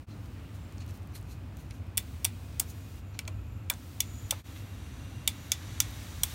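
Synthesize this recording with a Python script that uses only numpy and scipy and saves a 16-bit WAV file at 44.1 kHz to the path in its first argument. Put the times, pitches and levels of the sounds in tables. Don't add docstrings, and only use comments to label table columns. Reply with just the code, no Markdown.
import sys
import numpy as np
from scipy import signal
from scipy.fft import rfft, irfft, next_fast_len
from scipy.io import wavfile
from scipy.ndimage import uniform_filter1d

SR = 44100
rng = np.random.default_rng(int(sys.argv[2]) if len(sys.argv) > 2 else 0)


def makeup_ratio(level_db):
    decades = np.asarray(level_db, float) / 20
    return 10 ** decades


def waveform_to_disk(signal):
    frames = np.transpose(np.atleast_2d(signal))
    scaled = np.clip(frames, -1, 1) * 32767
    samples = np.round(scaled).astype(np.int16)
    wavfile.write(sys.argv[1], SR, samples)


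N = 279946
T = np.arange(N) / SR
M = next_fast_len(N)
F = np.fft.rfftfreq(M, 1 / SR)


def level(x, db):
    return x * makeup_ratio(db) / np.sqrt(np.mean(x ** 2))


def add(out, s, x):
    i = int(s * SR)
    out[i:i + len(x)] += x[:N - i]


def colour(x, gain):
    return irfft(rfft(x, M) * gain, M)[..., :N]


def noise(gain):
    return level(colour(rng.standard_normal(N), gain), 0)


def shape(points):
    hz, db = np.transpose(points)
    return makeup_ratio(np.interp(np.log(F + 1), np.log(hz), db))


def peak(hz, width):
    return 1 / (1 + 1j * (F - hz) / (width / 2))


def band(x, lo_hz, hi_hz):
    edges_hz = [lo_hz, min(hi_hz, .45 * SR)]
    return signal.sosfilt(signal.butter(4, edges_hz, "band", fs=SR, output="sos"), x)


def walk(rate):
    k = int(SR / rate)
    once = uniform_filter1d(rng.standard_normal(N), k)
    return level(uniform_filter1d(once, k), 0)


def ring(impacts, hz, t60):
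    r = makeup_ratio(-60 / (t60 * SR))
    poles = [1, -2 * r * np.cos(2 * np.pi * hz / SR), r * r]
    return level(signal.lfilter([1, 0, -1], poles, impacts), 0)


def flatten(x):
    spectrum = rfft(x)
    return irfft(spectrum / uniform_filter1d(np.abs(spectrum), size=80), len(x))


# (f/Hz, level/dB per Hz)
ROOM_AIR = [(20, -62), (42, -21), (58, -2), (70, -4), (88, 1), (105, -2.5), (130, -10), (190, -17),
            (215, -15.5), (300, -17), (380, -27), (600, -29.5), (1400, -34.5), (1800, -38),
            (1800, -38.5), (2550, -38.5), (3300, -43.5), (5000, -50), (8000, -55.5), (16000, -60)]
# (t/s, rumble level/dB)
RUMBLE_DRIFT = [(0, -44), (.6, -43), (1.0, -42.5), (1.6, -43), (2.1, -40.5), (2.6, -41), (3.05, -42.5),
                (3.3, -39), (3.65, -43), (4.2, -41), (4.7, -42), (5.2, -43), (5.75, -41), (6.0, -42),
                (6.35, -39.5)]


def room():
    air_db, hum_hz, hum_db = -41.5, 98.3, -50
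    gust_db, gusts_per_s = 1.4, 6.9
    air = noise(shape(ROOM_AIR))
    low = colour(air, F < 135)
    hum = np.sqrt(2) * makeup_ratio(hum_db + 3.2 * walk(3.2)) * np.sin(2 * np.pi * hum_hz * T)
    rumble = low * makeup_ratio(air_db) + hum
    even = rumble / np.sqrt(uniform_filter1d(rumble ** 2, int(.14 * SR)))
    drift_db = np.interp(T, *np.transpose(RUMBLE_DRIFT))
    rumble = even * makeup_ratio(drift_db + gust_db * walk(gusts_per_s))
    return rumble + (air - low) * makeup_ratio(air_db + .5 * walk(1.1))


# (from t/s, jet level/dB, outlet tube level relative to jet/dB)
VALVE_STEPS = [(0, -65, -25), (1.0, -68.5, -25), (1.5, -70, -21), (1.98, -58.5, -16), (2.25, -59.5, -10),
               (2.6, -59, -11), (3.005, -70.5, -10), (3.7, -57.5, -13), (4.005, -58, -3), (4.31, -59, 1),
               (4.62, -63.5, 4.5), (4.8, -67, 9), (5.28, -60, 5), (5.52, -62, 9), (5.81, -56, 4.5),
               (6.0, -54.5, 2.5), (6.24, -47.5, -2)]
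# (f/Hz, level/dB per Hz)
JET = [(500, -7), (1500, 5), (3000, 9.5), (6000, 6), (9500, 5), (13000, 2.5), (16000, 5.5)]
# (f/Hz, width/Hz, level/dB)
TUBE_MODES = [(1100, 430, -5.5), (1900, 1200, 0.5), (2770, 180, -33), (3400, 190, -4), (3830, 105, 1),
              (4460, 65, -4.5), (5930, 140, 0), (7350, 230, -37), (8550, 450, -12), (9800, 320, -21),
              (11300, 670, -7)]
# (f/Hz, width/Hz)
WHISTLE_BANDS = [(6950, 500), (12650, 220)]


def gas():
    valve_slew_s, whistles_from_s = 0.034, 2.6
    whistle_db = (-68, -70)
    per_tube_db, per_jet_db = (.5, .15), (.1, .9)
    s, *columns = np.transpose(VALVE_STEPS)
    step = np.maximum(np.searchsorted(s, T) - 1, 0)
    jet_db, share_db = (uniform_filter1d(c[step], int(valve_slew_s * SR)) for c in columns)
    tube_db = jet_db + share_db
    out = makeup_ratio(jet_db + 0.1 * walk(36)) * noise(shape(JET))
    tube = sum(makeup_ratio(db) * np.abs(peak(hz, width)) for hz, width, db in TUBE_MODES)
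    out += makeup_ratio(tube_db + 1.0 * walk(3.3)) * noise(tube)
    for (hz, width), db, by_tube, by_jet in zip(WHISTLE_BANDS, whistle_db, per_tube_db, per_jet_db):
        db = db + by_tube * (tube_db + 55) + by_jet * (jet_db + 60)
        db = db - 12 * (T < whistles_from_s)
        out += makeup_ratio(db + 2.5 * walk(6)) * noise(peak(hz, width) ** 2)
    return out


# (start t/s, end t/s, f/Hz,
# width/Hz, rms level/dB)
REGULATOR_TONES = [(1.2, 2.0, 2500, 70, -72.5), (.3, 1.0, 2300, 2500, -67), (2.0, 3.7, 2490, 90, -74),
                   (.07, .17, 4100, 200, -68), (2.7, 3.7, 2765, 80, -74), (4.45, 5.55, 2770, 45, -68),
                   (4.75, 5.3, 8100, 250, -75), (4.6, 5.3, 6050, 200, -74), (4.6, 5.3, 9800, 300, -77),
                   (.56, .72, 7350, 200, -72), (2.8, 4.3, 1320, 90, -73), (.1, 1.5, 1220, 90, -73),
                   (4.0, 4.35, 6950, 500, -63), (2.9, 3.7, 12650, 200, -78), (4.4, 4.8, 12650, 250, -73),
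                   (3.0, 3.7, 7200, 300, -80), (.5, .62, 10000, 400, -72), (.76, .87, 4350, 250, -66),
                   (5.55, 6.6, 6300, 4000, -62)]


def tones():
    out, fade_s = 0, 0.066
    for start, end, hz, width, db in REGULATOR_TONES:
        gate = np.clip(np.minimum(T - start, end - T) / fade_s, 0, 1)
        out = out + gate * makeup_ratio(db + 1.5 * walk(8)) * noise(peak(hz, width) ** 2)
    return out


# (t/s, peak level/dB, f/Hz)
SKIN_TICKS = [(.724, -43, 5660), (.776, -52, 6000), (.782, -39, 3550), (.864, -44, 9000), (.879, -46, 6000),
              (.888, -50, 10000), (.909, -41, 7000), (.937, -48, 13000), (.943, -42, 9000),
              (.975, -42, 11000), (1.021, -47, 10000), (1.032, -47, 10000), (1.074, -43, 13000),
              (1.124, -48, 12000), (1.213, -45, 8000), (1.228, -43, 7000), (1.273, -54, 10000),
              (1.570, -39.5, 9000), (1.605, -45, 9000), (1.709, -35.5, 6000), (1.711, -43, 3530),
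              (1.784, -54, 3500), (1.868, -48, 6500), (3.173, -48, 2800), (3.253, -41, 2500),
              (.259, -47, 6300), (1.176, -48, 6000), (2.028, -40, 9000), (2.23, -47, 10000),
              (3.738, -32, 5000)]
# (peak t/s, rms level/dB, rise/s, fall/s, centre f/Hz)
FINGER_RUBS = [(.11, -60, .02, .03, 3500), (.25, -67, .03, .03, 12000), (.55, -61, 0.012, .025, 9500),
               (.808, -55, .006, .006, 5500), (.823, -54, 0.0074, .008, 4870),
               (.895, -57.5, .012, 0.025, 7000), (.955, -58.5, 0.013, 0.016, 11000),
               (1.156, -43.5, 0.0078, 0.017, 7540), (1.16, -46.5, 0.015, 0.0087, 3850),
               (1.71, -53, 0.0055, 0.014, 2980), (1.32, -54, 0.028, 0.02, 8000),
               (1.6, -59.5, 0.032, 0.039, 9000), (1.75, -62, 0.044, 0.029, 8000),
               (2.703, -49, 0.02, 0.015, 13100), (3.148, -57, .01, 0.017, 4010),
               (4.575, -58, .025, .03, 9000)]
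# (f/Hz, width/Hz, level/dB)
DIAL_MODES = [(2430, 890, 2), (4120, 450, 2), (6000, 490, -3), (6840, 660, -3), (9900, 1600, -9.5),
              (11900, 810, -2), (13200, 460, -22), (15000, 570, -15)]


def fingers():
    out, t = np.zeros(N), T[:int(.02 * SR)]
    for s, db, hz in SKIN_TICKS:
        burst = rng.standard_normal(len(t)) * makeup_ratio(-60 * t / .003)
        tick = band(burst, hz / 2.2, hz * 2.0)
        add(out, s, makeup_ratio(db) * tick / np.abs(tick).max())
    grain = rng.standard_normal(N) * makeup_ratio(1.85 * rng.exponential(size=N))
    dial = 0.5 + sum(makeup_ratio(db) * np.abs(peak(hz, width)) ** 2 for hz, width, db in DIAL_MODES)
    grain = colour(grain, dial)
    for s, db, rise, fall, hz in FINGER_RUBS:
        near = slice(max(int((s - .1) * SR), 0), int((s + .1) * SR))
        swell = np.exp(-np.abs((T[near] - s) / np.where(T[near] < s, rise, fall)))
        out[near] += swell * level(band(grain[near], hz / 2.77, hz * 1.75), db)
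    return out


def pin_rattle(t, ms):
    u = t / (ms / 1000)
    rattle = np.minimum(u / .2, 1) * np.exp(-np.maximum(u - .85, 0) / .15)
    impacts = rattle * rng.standard_normal(len(t)) * makeup_ratio(2.0 * rng.exponential(size=len(t)))
    return flatten(impacts) * np.minimum(3 * rattle, 1)


# (f/Hz, level/dB, t60/s)
HOUSING_MODES = [
    [(2050, -6, .015), (2320, 0, .035), (2660, -3, .025)],
    [(3050, -5, .015), (3420, 0, .02), (3800, -5, .03), (4400, -6, .02)],
    [(4950, -8, .015), (5550, -1, .02), (5850, -2, .03), (6200, -3, .012), (6650, 0, .018), (7000, -4, .02)],
    [(8000, 0, .012), (8500, -3, .018), (8900, 0, .012), (9700, -2, .01), (10900, -2, .012)],
    [(11600, -2, .008), (12500, -3, .008), (13600, -1, .01), (14300, -1, .012), (15200, 0, .012)],
]
# (low f/Hz, high f/Hz)
GROUP_BANDS = [(1950, 2900), (2900, 4700), (4700, 7500), (7500, 11300), (11300, 16500)]


def housing_group(impacts, t, modes, lo, hi):
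    tail_db = -9
    chance = rng.standard_normal((len(modes), 2))
    body = 0
    for (hz, db, t60), (a, b) in zip(modes, chance):
        body = body + makeup_ratio(db + 2.2 * a) * ring(impacts, hz * (1 + .008 * b), t60)
    hit = level(band(body, .9 * lo, 1.1 * hi), 0) + level(band(impacts, lo, hi), -7)
    grain = rng.standard_normal(len(t)) * makeup_ratio(2.3 * rng.exponential(size=len(t)))
    decay = makeup_ratio(-60 * t / (0.13 * (4000 / lo) ** 0.58))
    tail = band(grain, lo, hi) * decay * np.minimum(t / 0.003, 1)
    return level(hit, 0) + level(tail, tail_db)


# (t/s, level/dB,
# brightness/dB per mode group, rattle/ms, freest mode f/Hz)
HOUSING_STRIKES = [(1.9726, -6.5, 2, 0.95, 9460), (1.9765, 1, 0.5, 3.1, 8870), (2.2452, -4, 1, 1.8, 9700),
                   (2.2486, 1.5, 0, 2.7, 8800), (2.5961, -6, 2.5, 2.1, 11670), (2.599, -2.5, 2.5, 1.3, 8800),
                   (3.1902, -10, -2, 1.15, 5520), (3.2762, -16, -3.5, 4.8, 2400), (3.6987, -1.5, 1, 3.4, 2343),
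                   (4.0034, 0, 0.5, 3.6, 6500), (4.3073, -0.5, 0, 3.66, 7980), (5.2752, 3, -0.5, 3.1, 3660),
                   (5.518, -0.5, -1, 2.3, 6230), (5.8019, 2, 0.5, 2.7, 6250), (6.2332, 0, 2, 2.9, 8750)]
# (from t/s, f/Hz, f/Hz, spring ring level/dB, middle group level/dB)
HAND_GRIPS = [(0, 7830, 10920, -10, -4), (2.1, 5810, 7780, -10.5, -6), (2.5, 6630, 9140, -18, -0.5),
              (3.0, 2310, 4100, -24.5, -3), (3.23, 6150, 4180, -22, -1.5), (3.5, 3400, 15150, -5, -3),
              (3.9, 3380, 5840, -8, -1), (5.0, 6930, 8060, -5, -3.5), (5.4, 3360, 5700, -2, 4.5),
              (5.7, 5900, 15000, -6, 3.5), (6.0, 3380, 5850, -5, -1)]
GROUP_SHARE = (-31, -30, -26, -23, -24.5)


def detents():
    spring_hz, spring_t60_s, spring_ring_db = (3470, 3590), .095, -30
    free_t60_s, free_dbs = .015, (-29.5, -32.5, -32.5)
    bounce_s, bounce_db = .0058, -14
    out, t = np.zeros(N), T[:int(.12 * SR)]
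    for s, strike_db, bright_db, ms, freest_hz in HOUSING_STRIKES:
        _, *free_hz, spring_db, middle_db = [g for g in HAND_GRIPS if g[0] < s][-1]
        place = np.arange(5) - 2
        group_db = strike_db + np.array(GROUP_SHARE) + bright_db * place + middle_db * (place == 0)
        impacts = pin_rattle(t, ms)
        spring = ring(impacts, spring_hz[0], spring_t60_s)
        spring = spring + 0.65 * ring(impacts, spring_hz[1], 0.87 * spring_t60_s)
        click = level(spring, strike_db + spring_ring_db + spring_db)
        for hz, db in zip([freest_hz, *free_hz], free_dbs):
            click += makeup_ratio(strike_db + db) * ring(impacts, hz, free_t60_s * (6000 / hz) ** 0.7)
        for modes, (lo, hi), db in zip(HOUSING_MODES, GROUP_BANDS, group_db):
            click += level(housing_group(impacts, t, modes, lo, hi), db - 3.0)
        click = band(click, 1400, 18000) * np.sqrt(.004 / .12)
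        click += band(level(impacts, strike_db - 52.5), 454, 1700)
        add(out, s, click)
        add(out, s + bounce_s, makeup_ratio(bounce_db) * band(click, 1800, 6200))
    return out


# (t/s, peak level/dB, f/Hz, t60/s)
SHELL_KNOCKS = [(1.977, -39.5, 1100, 0.072), (2.251, -35.5, 910, 0.061), (2.600, -37.5, 956, 0.11),
                (3.149, -50, 1130, 0.055), (3.191, -36, 1500, 0.046), (3.281, -40, 624, 0.08),
                (3.279, -38, 1410, 0.036), (3.700, -33, 960, 0.13), (4.005, -47, 1010, .02),
                (4.31, -44, 975, 0.017), (4.323, -32, 860, 0.078), (4.561, -40.5, 2070, 0.057),
                (5.277, -40, 888, 0.16), (5.520, -40.5, 1010, 0.061), (5.803, -30.5, 1390, 0.056),
                (6.235, -32.5, 1060, 0.037)]


def knocks():
    shell_ring_db = -6
    out, t = np.zeros(N), T[:int(.1 * SR)]
    for s, db, hz, t60 in SHELL_KNOCKS:
        burst = rng.standard_normal(len(t)) * makeup_ratio(-60 * t / t60)
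        thud = level(band(burst, hz / 1.7, hz * 1.9), 0)
        knock = thud + makeup_ratio(shell_ring_db) * ring(burst * makeup_ratio(-60 * t / .01), hz, t60)
        add(out, s, makeup_ratio(db) * knock / np.abs(knock).max())
    return out


def scene():
    return (room() + gas() + tones() + fingers() + detents() + knocks())[None]


def top_cut(x):
    return signal.sosfilt(signal.butter(12, 17020, fs=SR, output="sos"), x)


# (t/s, fall/s, rise/s, depth level/dB)
LEVEL_DIPS = [
    (0.063, 0.036, 0.026, -22),
    (4.431, 0.033, 0.034, -15.5),
]


def record(dry):
    x = colour(dry, 1 - 0.39 * np.abs(peak(10800, 1160)) ** 2)
    top_hz = 15780
    x = signal.sosfilt(signal.ellip(8, .3, 45, top_hz, fs=SR, output="sos"), x)
    for s, fall, rise, db in LEVEL_DIPS:
        distance = np.abs(T - s) / np.where(T < s, fall, rise)
        x = x * np.clip(distance, makeup_ratio(db), 1) ** 1.17
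    x = x * np.where(T < LEVEL_DIPS[0][0], makeup_ratio(-2.5), 1)
    return top_cut(x)


dry = scene()
out = record(dry)
waveform_to_disk(out)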